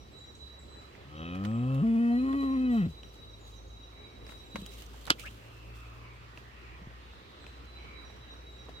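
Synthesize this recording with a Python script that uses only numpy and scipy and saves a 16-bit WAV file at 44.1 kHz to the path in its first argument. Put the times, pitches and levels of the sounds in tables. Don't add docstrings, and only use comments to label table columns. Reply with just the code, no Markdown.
import sys
import numpy as np
from scipy import signal
from scipy.fft import rfft, irfft, next_fast_len
from scipy.io import wavfile
from scipy.ndimage import uniform_filter1d, map_coordinates

SR = 44100
rng = np.random.default_rng(int(sys.argv[2]) if len(sys.argv) > 2 else 0)


def dump_mix(stems):
    frames = np.atleast_2d(stems).T
    limited = np.clip(frames, -1, 1)
    pcm = np.round(limited * 32767).astype(np.int16)
    wavfile.write(sys.argv[1], SR, pcm)


def volts_from_decibels(level):
    exponent = np.asarray(level, float) / 20
    return 10 ** exponent


N = 388080
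T = np.arange(N) / SR

# (centre [Hz], width [Hz], level [dB])
CHEST_MODES = [(273.5, 61, -8.5), (546, 61, -10.5), (747, 63, -12), (1060, 120, -13), (1284, 74, -7.5),
               (1900, 160, -11), (2624, 110, -4.5), (3030, 63, -7), (3267, 63, -8), (3790, 91, -9.5)]
# (centre [Hz], width [Hz], level [dB])
HEAD_MODES = [(230, 78, 4), (472, 110, -5), (678, 60, -8), (1108, 124, -3), (1290, 114, -8),
              (1934, 125, -5), (2556, 81, -6.5), (3050, 140, -11.5), (3430, 41, -13.5), (3900, 100, -33.5)]
CREAK_HZ = 93.2
STRAIN_HZ = 251
SKEW_RAD = -1.9


def unit(x):
    return x / np.sqrt(np.mean(x ** 2) + 1e-20)


def along(points, hz):
    f, v = np.transpose(points)
    return np.interp(np.log(hz + 1), np.log(f + 1), v)


def curves(rows, t=T):
    s, *cols = np.transpose(rows)
    return [np.interp(t, s, c) for c in cols]


def above(x, edge, soft):
    return 1 / (1 + np.exp(np.clip((edge - x) / soft, -50, 50)))


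def wobble(rate_hz, size=N):
    knots = rng.standard_normal(int(size * rate_hz / SR) + 4)
    return map_coordinates(knots, [np.arange(size) * rate_hz / SR])


def filtered(x, response):
    m = next_fast_len(x.shape[-1] + SR // 4)
    return irfft(rfft(x, m) * response(np.fft.rfftfreq(m, 1 / SR)), m)[..., :x.shape[-1]]


def resonate(modes, f):
    return sum((-1) ** k * volts_from_decibels(db) * 1j * f * w / (c * c - f * f + 1j * f * w)
               for k, (c, w, db) in enumerate(modes))


def place(x, left_db, lead_s):
    side = np.array([[.5], [-.5]])
    return filtered(x * volts_from_decibels(side * left_db), lambda hz: np.exp(2j * np.pi * hz * side * lead_s))


def add(into, x, s):
    part = into[..., round(s * SR):][..., :x.shape[-1]]
    part += x[..., :part.shape[-1]]


def rush(spectrum, patchy_db):
    # (frequency [Hz], left-right likeness [-1..1])
    alike = [(60, 0.61), (150, 1), (380, 0.88), (950, 0.59), (2380, -0.14), (5980, -0.087), (15000, -0.23)]
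    z = signal.stft(rng.standard_normal((2, N)), nperseg=512)[2]
    field = uniform_filter1d(rng.standard_normal(z.shape[1:]), 6, 0)
    field = uniform_filter1d(field, 14, 1)
    pair = signal.istft(z * volts_from_decibels(patchy_db * unit(field)), nperseg=512)[1][:, :N]

    def response(hz):
        turn = np.arccos(np.clip(along(alike, hz), -1, 1)) / 2
        return volts_from_decibels(along(spectrum, hz)) * [np.cos(turn), np.sin(turn)]

    mid, side = filtered(pair, response)
    return unit(place(np.array([mid + side, mid - side]), left_db=-1.8, lead_s=0.000444))


def still_air():
    # (frequency [Hz], density [dB per Hz])
    spectrum = [(15, -55), (25, -27), (48, -8), (74, -4.5), (170, -13), (394, -11), (659, -17.5),
                (1290, -21.5), (1700, -44.5), (3920, -29), (10700, -49.5), (12900, -46.5), (16000, -53)]
    # (time [s], level [dB])
    murmur = [(0, -3), (.5, -1.5), (.95, 0.5), (2.9, -0.5), (3.2, -1), (3.6, -2.5), (4, 0), (4.3, 1.5),
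              (4.6, -0.5), (5.1, 1), (5.7, -2.5), (6.3, -2), (7, -2.5), (7.9, 0.5), (8.3, -1.5), (8.8, -1)]
    low_hz, high_hz = 130, 900
    air = volts_from_decibels(-53.5 + 0.4 * wobble(2.41)) * rush(spectrum, patchy_db=1.3)
    band = filtered(air, lambda hz: above(hz, low_hz, 30) - above(hz, high_hz, 150))
    return air + (volts_from_decibels(curves(murmur)[0]) - 1) * band


def leaves():
    # (time [s], level [dB])
    rustle = [(0, -65.5), (.21, -63.5), (.45, -65), (1, -58.5), (3, -62.5), (3.76, -65.5), (3.9, -62),
              (4.48, -61), (4.8, -60.5), (6.54, -57), (7.73, -57), (7.88, -55), (8.33, -59.5), (8.8, -58.5)]
    # (frequency [Hz], density [dB per Hz])
    spectrum = [(350, -41.5), (600, -14.5), (638, -9), (1070, 4.5), (1480, 1), (1840, 1.5), (2720, 0.5),
                (7000, -24.5), (9100, -58.5), (15400, -120)]
    level_db, = curves(rustle)
    return volts_from_decibels(level_db + 0.5 * wobble(8.4)) * rush(spectrum, patchy_db=1.8)


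def whistle(from_hz, to_hz, length_s, direct, t60_s):
    u = np.arange(0, 1, 1 / (SR * length_s))
    phase = 2 * np.pi * np.cumsum(from_hz + (to_hz - from_hz) * u) / SR
    note = signal.windows.tukey(len(u), .2) * (1 - 0.6 * u) * np.sin(phase)
    paths = rng.standard_normal((2, SR // 2)) * volts_from_decibels(-60 * T[:SR // 2] / t60_s)
    paths /= np.linalg.norm(paths[0])
    paths[:, 0] += direct
    return signal.fftconvolve(note[None], paths, axes=1)


def birds():
    # (time [s], pitch [Hz], level [dB])
    low_notes = [(-.14, 3906, -53.5), (0.124, 3910, -45), (.385, 3926, -45.5), (0.671, 3965, -49.5),
                 (2.11, 4050, -49), (2.374, 3950, -46.5), (2.636, 3906, -49), (2.895, 3912, -47),
                 (3.165, 3866, -47), (3.43, 3863, -49), (3.69, 3860, -45.5), (3.958, 3870, -48),
                 (4.236, 3870, -46.5), (4.509, 3880, -44.5), (7.385, 4016, -56), (7.664, 3975, -49.5),
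                 (7.929, 3902, -48.5), (8.2, 3860, -47), (8.455, 3850, -46.5), (8.728, 3820, -46)]
    # (time [s], level [dB])
    high_notes = [(-.01, -64), (.25, -63.5), (.52, -70), (2.5, -66), (2.76, -67), (3.026, -62.5),
                  (3.29, -66), (3.555, -66), (3.82, -66), (4.1, -67), (4.37, -64), (7.785, -71),
                  (8.045, -61), (8.31, -63.5), (8.575, -64)]
    # (time [s], start pitch [Hz], end pitch [Hz], length [s], level [dB])
    chirps = [(.11, 7750, 7580, 0.096, -68), (0.183, 7560, 6700, 0.017, -54),
              (0.352, 8250, 5570, 0.0046, -49.5), (.59, 7760, 7760, 0.015, -56),
              (0.598, 7730, 6600, 0.013, -59), (0.692, 8000, 7160, 0.14, -65.5),
              (1.154, 5950, 5570, 0.14, -66.5), (1.462, 7780, 7630, 0.055, -64),
              (1.497, 7960, 8250, 0.088, -70), (1.524, 7800, 7340, 0.068, -65),
              (2.704, 7790, 7600, .08, -63), (3.39, 7250, 5950, 0.13, -62), (3.551, 6540, 5550, 0.048, -60),
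              (3.675, 6900, 5820, 0.035, -62), (4.437, 7670, 7430, 0.099, -67),
              (7.393, 7800, 7630, 0.15, -71), (8.511, 7586, 7580, 0.053, -70)]
    high_hz = 5720
    start, end = 1 + .009, 1 - .009
    out = np.zeros((2, N + SR))
    for s, hz, db in low_notes:
        note = whistle(start * hz, end * hz, length_s=.155, direct=.45, t60_s=.85)
        add(out, volts_from_decibels(db) * note * volts_from_decibels([[-4], [-1]]), s + 1)
    for s, db in high_notes:
        note = whistle(start * high_hz, end * high_hz, length_s=0.068, direct=0.84, t60_s=0.96)
        add(out, volts_from_decibels(db) * note, s + 1)
    for s, from_hz, to_hz, length_s, db in chirps:
        add(out, volts_from_decibels(db - 1.0) * whistle(from_hz, to_hz, length_s, direct=0.62, t60_s=0.81), s + 1)
    return out[:, SR:]


def fading_tone(hz, db, blur_hz):
    def fade():
        return wobble(blur_hz) + 1j * wobble(blur_hz)

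    shared, own = fade(), np.array([fade(), fade()])
    tone = volts_from_decibels(db - 1) * np.sqrt(2) * np.exp(2j * np.pi * np.cumsum(hz) / SR)
    return (1 + 0.25 * shared + 0.061 * own) * tone


def engine():
    # (time [s], firing rate [Hz], level [dB])
    firing = [(0.0, 67.46, -66), (0.5, 68.8, -55), (1.1, 67.04, -61.5), (1.9, 63.26, -51),
              (2.6, 60.2, -49.5), (3.0, 55.5, -55), (3.45, 53.8, -53), (3.8, 54.4, -46.5),
              (4.1, 56.3, -54.5), (4.45, 55.5, -51.5), (4.79, 56.56, -47), (5.2, 55.7, -51.5),
              (5.74, 57.3, -48.5), (6.4, 59.76, -54.5), (6.7, 59.87, -49.5), (7.2, 60.36, -54.5),
              (8, 60, -49.5), (8.8, 60.43, -50.5)]
    # (time [s], length [s], level [dB])
    labours = [
        (1.9, .8, -63.5),
        (3.049, 1.54, -58.5),
        (5.2, 1.4, -54.5),
    ]
    # (frequency [Hz], level [dB])
    idler = [(59, -65), (77, -65.5), (118, -71)]
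    idle_db = -66.5
    hz, db = curves(firing)
    octave_db = idle_db
    for s, length_s, load_db in labours:
        loaded = above(T, s, 0.07) - above(T, s + length_s, 0.22)
        octave_db = octave_db + (load_db - idle_db) * loaded
    tones = fading_tone(hz, db, blur_hz=4) + fading_tone(2 * hz, octave_db, blur_hz=3)
    for idler_hz, idler_db in idler:
        tones = tones + fading_tone(np.full(N, idler_hz), idler_db, blur_hz=1.5)
    return place(tones.real, left_db=0.9, lead_s=0.00058)


def clicks():
    # (time [s], peak [dB], ring [Hz], left-right [dB])
    taps = [(1.351, -38, 1290, 3.5), (1.438, -40, 999, -11), (1.449, -30, 1950, 1),
            (1.451, -33.5, 3050, -10), (1.957, -48.5, 903, -0.5), (2.328, -38.5, 3300, -10),
            (4.266, -40.5, 5150, -3.5), (4.292, -36.5, 2160, 0.5), (4.321, -40, 2200, -10.5),
            (4.557, -24, 2144, 2.5), (5.0743, -31.5, 3016, -3), (5.079, -33, 1500, -11),
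            (5.261, -38.5, 1864, -6.5), (8.162, -47, 1198, -10)]
    # (time [s], peak [dB], ring [Hz], left-right [dB])
    ticks = [(0.952, -34.5, 2018, -2), (1.869, -42, 2250, -12.5), (3.033, -33, 3066, -4),
             (4.943, -34, 815.4, -4), (6.375, -28, 2620, -4), (7.442, -34.5, 1574, -4),
             (7.466, -30, 2567, 5), (8.686, -34, 1060, -2), (8.692, -30, 650, 5), (7.135, -36, 900, 0),
             (8.1, -36.5, 800.6, 0), (1.515, -38.5, 1770, 3)]
    # (time [s], peak [dB], ring [Hz], left-right [dB])
    snaps = [(1.746, -40, 3790, 0), (1.752, -45.5, 3600, -3), (4.266, -47.5, 5200, 0),
             (4.279, -50.5, 6027, 0), (4.313, -44.5, 3600, 0.5), (4.714, -49, 5000, -4),
             (4.745, -47.5, 6050, -4), (4.864, -41.5, 6000, -3.5), (7.655, -53, 6500, -1),
             (8.655, -54, 7000, 0), (4.657, -46, 4500, -0.5), (4.6623, -30, 3170, -1.5),
             (4.821, -43.5, 3050, -22), (5.054, -34, 4220, -3.5), (5.067, -30.5, 3750, 0),
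             (5.196, -33.5, 3020, -13)]
    # (clicks, body [dB], edge [dB], rise [s])
    kinds = [(taps, -5, -34, 0.0002), (ticks, -17.5, -43.5, 0.000057), (snaps, -18.5, -9, .00006)]
    out, t = np.zeros((2, N)), np.arange(SR // 12) / SR

    def puff(hz, width_hz, t60_s):
        noise = rng.standard_normal((2, len(t))) * volts_from_decibels(-60 * t / t60_s)
        return filtered(noise, lambda c: resonate([(hz, width_hz, 0)], c) ** 2)

    for rows, body_db, edge_db, rise_s in kinds:
        for s, db, hz, pan_db in rows:
            ring = .5 * np.sin(2 * np.pi * hz * t) * volts_from_decibels(-60 * t / .009)
            body = volts_from_decibels(body_db + 8.5) * puff(350, 2200, t60_s=0.047)
            scatter = 0.067 * puff(0.55 * hz, 4200, t60_s=0.26)
            edge = volts_from_decibels(edge_db) * puff(6000, 11000, t60_s=0.024)
            rise = 1 - np.exp(-t / rise_s)
            pan = volts_from_decibels([[pan_db / 2], [-pan_db / 2]])
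            add(out, volts_from_decibels(db) * rise * (ring + body + scatter + edge) * pan, s)
    return out


def overtones(t, hz, head, strain):
    # (time [s], upper mode pitch ratio, upper [dB], lower [dB])
    slide = [(1.15, 1.03, -10, 3.5), (1.19, 1.02, -7, 1), (1.26, 0.98, -3, 3), (1.36, 0.95, 1.5, 2.5),
             (1.42, 0.95, -2, 2.5), (1.55, 0.97, 0, 0.5), (1.65, 1, 2, -2.5), (1.72, 1.01, 2.5, -0.5),
             (1.8, 1.05, 0, 0.5)]
    # (time [s], length [s], half-pitch rise [dB])
    doubling = [
        (2.237, 0.068, 30.5),
        (2.326, 0.034, 37),
        (2.42, 0.03, 38),
        (2.497, 0.091, 24.5),
        (2.633, 0.041, 27.5),
    ]
    order = np.arange(3, 100) / 2
    order = order[order != 2][:, None]
    f = order * hz

    ratio, upper_db, lower_db = curves(slide, t)
    sinus_db = -7 * above(hz, CREAK_HZ, 2)
    chest_shift_db = {4: lower_db, 6: upper_db, 9: sinus_db}
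    chest_modes = [(c * (ratio if k == 6 else 1), w, db + chest_shift_db.get(k, 0))
                   for k, (c, w, db) in enumerate(CHEST_MODES)]
    palate_db = -7 * above(-hz, -259.5, 2)
    nose_db = 1 * strain
    head_shift_db = {3: palate_db, 6: nose_db}
    head_modes = [(c, w, db + head_shift_db.get(k, 0)) for k, (c, w, db) in enumerate(HEAD_MODES)]
    throat = (1 - head) * resonate(chest_modes, f) + head * resonate(head_modes, f)
    gain = throat * abs(throat) ** .5

    register = head + strain
    slope_db = np.interp(register, [0, 1, 2], (5, 4.5, -1))
    half_db = np.interp(register, [0, 1, 2], (-41, -45, -37.5))
    for s, length_s, db in doubling:
        half_db = half_db + db * (above(t, s, 0.0029) - above(t, s + length_s, 0.0023))
    gain = gain * volts_from_decibels(-slope_db * np.log2(order / 5.7) * (f < 1550))
    gain = gain * np.where(order % 1, volts_from_decibels(half_db), 1)

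    close_s, skew_top_hz = .0006, 460
    gain = gain * np.exp(-2j * np.pi * f * close_s * (f > 350))
    gain = np.where(f < skew_top_hz, abs(gain) * np.exp(1j * SKEW_RAD), gain)
    wander = uniform_filter1d(rng.standard_normal(f.shape), 50, 1)
    wander = unit(uniform_filter1d(wander, 50, 1))
    wander_db = np.interp(head, [0, 1], (0, 2.6))
    return order[:, 0], f, gain * volts_from_decibels(wander_db * (f > skew_top_hz) * wander)


def cow():
    # (time [s], pitch [Hz])
    chest = [(1.04, 61.8), (1.1, 73.56), (1.2, 79.6), (1.302, 87.2), (1.432, 99.7), (1.512, 111.1),
             (1.692, 132.2), (1.785, 134.2), (1.815, 146.1)]
    # (time [s], pitch [Hz])
    head_pitch = [(1.837, 226), (1.87, 228), (1.97, 229), (2.005, 235), (2.115, 236.5), (2.166, 243),
                  (2.194, 254),
                  (2.247, 266.1), (2.331, 271.5), (2.37, 281), (2.409, 278.1), (2.439, 269), (2.55, 267.4),
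                 (2.578, 256.8), (2.62, 257.6), (2.65, 254.7)]
    # (time [s], pitch [Hz])
    fall = [(2.685, 251), (2.756, 230.8), (2.799, 204.4), (2.83, 162), (2.854, 173.3), (2.874, 91.5),
            (2.94, 62)]
    # (time [s], effort [dB], nostril opening [dB])
    effort = [(1.04, -46, -75), (1.1, -49.5, -61.5), (1.2, -40.5, -47), (1.3, -38, -47), (1.47, -29.5, -46),
              (1.8, -23.5, -43.5), (2.8, -24, -43), (2.855, -25.5, -49.5), (2.94, -47, -92)]
    # (frequency [Hz], level [dB])
    hum = [(60, -5), (90, -9), (130, -4.5), (200, -0.5), (240, -1), (280, -6), (480, -4.5), (560, -11)]
    t = np.arange(chest[0][0], fall[-1][0], 1 / SR)
    hz, = curves(chest + head_pitch + fall, t)
    effort_db, mid_db = curves(effort, t)
    flip_s = 1.826
    head, strain = above(t, flip_s, 0.013), above(hz, STRAIN_HZ, 2.5)
    unsteady = above(t, 1.55, .05) - above(t, 1.99, .01)

    first_db = effort_db + along(hum, hz) + 0.8 * strain * wobble(70, size=len(t))
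    thin = above(hz, 138.1, 4.5)
    second_db = effort_db + along(hum, 2 * hz) + np.interp(thin, [0, 1], (-3.5, -17.5))

    mid_db = mid_db - 1.5 * np.exp(-((hz - STRAIN_HZ) / 5.9) ** 2)
    mid_db = mid_db - 1.5 * strain - 3 * head * unsteady
    top_db = mid_db + np.interp(head, [0, 1], (-14.5, -6))
    top_db = top_db + 11 * (1 - head) * above(-hz, -CREAK_HZ, 1.5)
    flare_db = 2.5 * np.exp(-((t - 2.75) / 0.018) ** 2)
    mid_db = mid_db + flare_db

    clear, hoarse = .07, .3
    share = clear + (hoarse - clear) * (strain + unsteady).clip(0, 1)
    jitter = .025 * share * wobble(45, size=len(t))
    phase = 2 * np.pi * np.cumsum(hz * (1 + jitter)) / SR

    def lag(k):
        chest_ring = resonate([(188, 90, 0)], k * hz)
        return (1 - head) * SKEW_RAD + head * np.angle(chest_ring)

    voice = volts_from_decibels(first_db) * np.cos(phase + lag(1)) + volts_from_decibels(second_db) * np.cos(2 * phase + lag(2))
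    voice = np.sqrt(2) * voice

    step = slice(None, None, 32)
    slow_t, slow_head = t[step], head[step]
    order, f, gain = overtones(slow_t, hz[step], slow_head, strain[step])
    puffs = rng.standard_normal(len(t)) * np.exp((1.6 - head) * np.cos(phase - 1.2))
    for low, high, level_db, noisy in [(0, 1550, mid_db, share / 4), (1550, 4300, top_db, share)]:
        g = gain * (f >= low) * (f < high)
        power = np.sum(abs(g * (f > 350)) ** 2, 0) / 2
        g = g / np.sqrt(sum(w * np.average(power, weights=w) for w in (1 - slow_head, slow_head)))
        lines = np.zeros(len(t))
        for k, row in zip(order, g):
            if row.any():
                lines += (np.interp(t, slow_t, row) * np.exp(1j * k * phase)).real
        chest_air, head_air = [
            unit(filtered(puffs, lambda c: abs(resonate(modes[1:], c)) ** 2.0 * (c >= low) * (c < high)))
            for modes in (CHEST_MODES, HEAD_MODES)]
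        air = (1 - head) * chest_air + head * head_air
        voice += volts_from_decibels(level_db) * (np.sqrt(1 - noisy) * lines + np.sqrt(noisy) * air)
    out = np.zeros(N)
    add(out, voice * signal.windows.tukey(len(t), .03), t[0])
    return place(out, left_db=1, lead_s=.0003)


def coat():
    # (time [s], held [s], level [dB])
    strokes = [(1.35, 1, -75.5), (2.429, 0.0071, -64), (2.739, 0.016, -61.5), (2.91, 0.0073, -72.5),
               (3.14, 0.0067, -68.5), (3.48, 0.011, -66.5), (4.31, 0.011, -62), (4.56, 0.12, -65),
               (4.72, 0.12, -57.5), (4.95, 0.33, -64), (5.36, 0.64, -75.5), (6.37, 0.011, -73.5)]
    # (time [s], held [s], level [dB])
    swipes = [
        (5.195, 0.0057, -53),
        (5.75, 0.005, -70.5),
    ]
    # (frequency [Hz], density [dB per Hz])
    spectrum = [(1760, -27.5), (3000, -4.5), (5600, -14), (6710, -12), (11100, -20), (12900, -15),
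                (16000, -23)]
    fade_db_per_s = 138.5
    gain = volts_from_decibels(-77)
    for rows, rise_db_per_s in [(strokes, 238), (swipes, 2995)]:
        for s, held_s, db in rows:
            rise_db = rise_db_per_s * (s - T).clip(0)
            fade_db = fade_db_per_s * (T - s - held_s).clip(0)
            gain = gain + volts_from_decibels(db - rise_db - fade_db)
    return gain * volts_from_decibels(1.5 * wobble(30) + 2 * wobble(250)) * rush(spectrum, patchy_db=1.5)


def snuffles():
    # (time [s], length [s], start [Hz], end [Hz], level [dB])
    sniffs = [
        (1.494, 1.43, 7460, 7420, -76),
        (1.597, 1.08, 8920, 9560, -74.5),
        (3.918, 0.26, 2295, 2265, -63.5),
        (5.358, 0.73, 2745, 2550, -61.5),
        (5.996, .18, 2235, 2330, -60.5),
        (6.254, 0.8, 1900, 1900, -63.5),
        (7.748, 0.31, 2277, 2260, -57.5),
    ]
    # (time [s], length [s], start [Hz], end [Hz], level [dB])
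    snorts = [
        (5.253, 0.024, 1783, 1846, -47),
        (5.255, 0.038, 2200, 2900, -45.5),
        (5.233, 0.031, 1252, 1700, -49),
        (5.18, 0.065, 2200, 2900, -52),
        (5.704, 0.46, 1366, 1040, -59),
        (6.552, .25, 2675, 2300, -59.5),
        (7.0, 0.66, 3750, 3800, -62.5),
    ]
    out = np.zeros((2, N))
    for rows, width in [(sniffs, 0.1), (snorts, 0.22)]:
        for s, length_s, from_hz, to_hz, db in rows:
            u = np.arange(0, 1, 1 / (SR * length_s))
            air = rng.standard_normal((2, 2, len(u)))
            slow = filtered(air, lambda c: 1 / (1 + (2 * c / (width * from_hz)) ** 2))
            turn = 2 * np.pi * np.cumsum(from_hz + (to_hz - from_hz) * u) / SR
            hiss = unit(slow[0] * np.cos(turn) + slow[1] * np.sin(turn))
            add(out, volts_from_decibels(db) * np.sin(np.pi * u) ** 0.34 * hiss, s)
    return out


def thumps():
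    # (time [s], peak [dB], pitch [Hz], t60 [s])
    blows = [
        (4.548, -32, 214, 0.08),
        (4.586, -35, 200, 0.1),
        (4.621, -34.5, 188, 0.074),
        (4.557, -33.5, 548, 0.035),
        (5.094, -34, 500, .01),
        (5.105, -25, 340, 0.034),
        (5.1113, -17, 312, .012),
        (6.817, -39.5, 178.5, 0.062),
        (6.872, -29.5, 136.8, 0.02),
        (8.685, -42, 430, 0.025),
    ]
    out, t = np.zeros((2, N)), np.arange(SR // 12) / SR
    for s, db, hz, t60_s in blows:
        rise = 1 - np.exp(-t / 0.00061)
        add(out, volts_from_decibels(db - 60 * t / t60_s) * rise * 0.99 * np.sin(2 * np.pi * hz * t), s)
    return out


def slap():
    # (time [s], level [dB])
    contacts = [(5.094, -36), (5.0975, -32), (5.0998, -21), (5.1006, -16), (5.1012, -17), (5.102, -21),
                (5.1035, -13), (5.104, 0), (5.1046, -11), (5.1053, -13), (5.106, -13), (5.1068, -18),
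                (5.1078, -19), (5.1094, -19), (5.1105, -24), (5.1135, -27), (5.1178, -25), (5.1205, -28),
                (5.125, -32)]
    # (centre [Hz], width [Hz], level [dB])
    tag_modes = [(90, 210, -5.5), (446, 260, -2), (1330, 330, 11.5), (3300, 1060, 1.5), (4620, 2200, -2.5),
                 (8760, 8400, -10)]
    # (frequency [Hz], left-right [dB])
    tag_side = [(60, 2), (300, 8), (700, 10.5), (1410, 1), (3100, -5.5), (4500, -21), (8000, 5), (15000, 2)]
    blows, t = np.zeros(N), np.arange(SR // 10) / SR
    for s, db in contacts:
        grit = .07 * volts_from_decibels(-60 * t / .004) * rng.standard_normal(len(t))
        blow = volts_from_decibels(db + 10) * ((t == 0) + grit)
        corner_hz = 16000 * volts_from_decibels(db / 2)
        add(blows, filtered(blow, lambda hz: 1 / (1 + 1j * hz / corner_hz)), s)
    rattle = volts_from_decibels(-10.5 - 60 * t / 0.064) * rng.standard_normal(len(t))
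    add(blows, filtered(rattle, lambda hz: resonate([(3030, 1400, 0)], hz)), contacts[6][0])
    half = np.array([[.5], [-.5]])
    ports = place(blows, left_db=0, lead_s=.00027)
    return filtered(ports, lambda hz: resonate(tag_modes, hz) * volts_from_decibels(half * along(tag_side, hz)))


def scene():
    wood = still_air() + leaves() + birds() + engine()
    return wood + clicks() + cow() + coat() + snuffles() + thumps() + slap()


def top_cut(x):
    return signal.sosfilt(signal.butter(12, 16490, fs=SR, output="sos"), x)


def record(dry):
    top_hz = 16450
    mix = filtered(dry.clip(-.94, .94), lambda hz: hz < top_hz)
    return top_cut(mix)


dry = scene()
out = record(dry)
dump_mix(out)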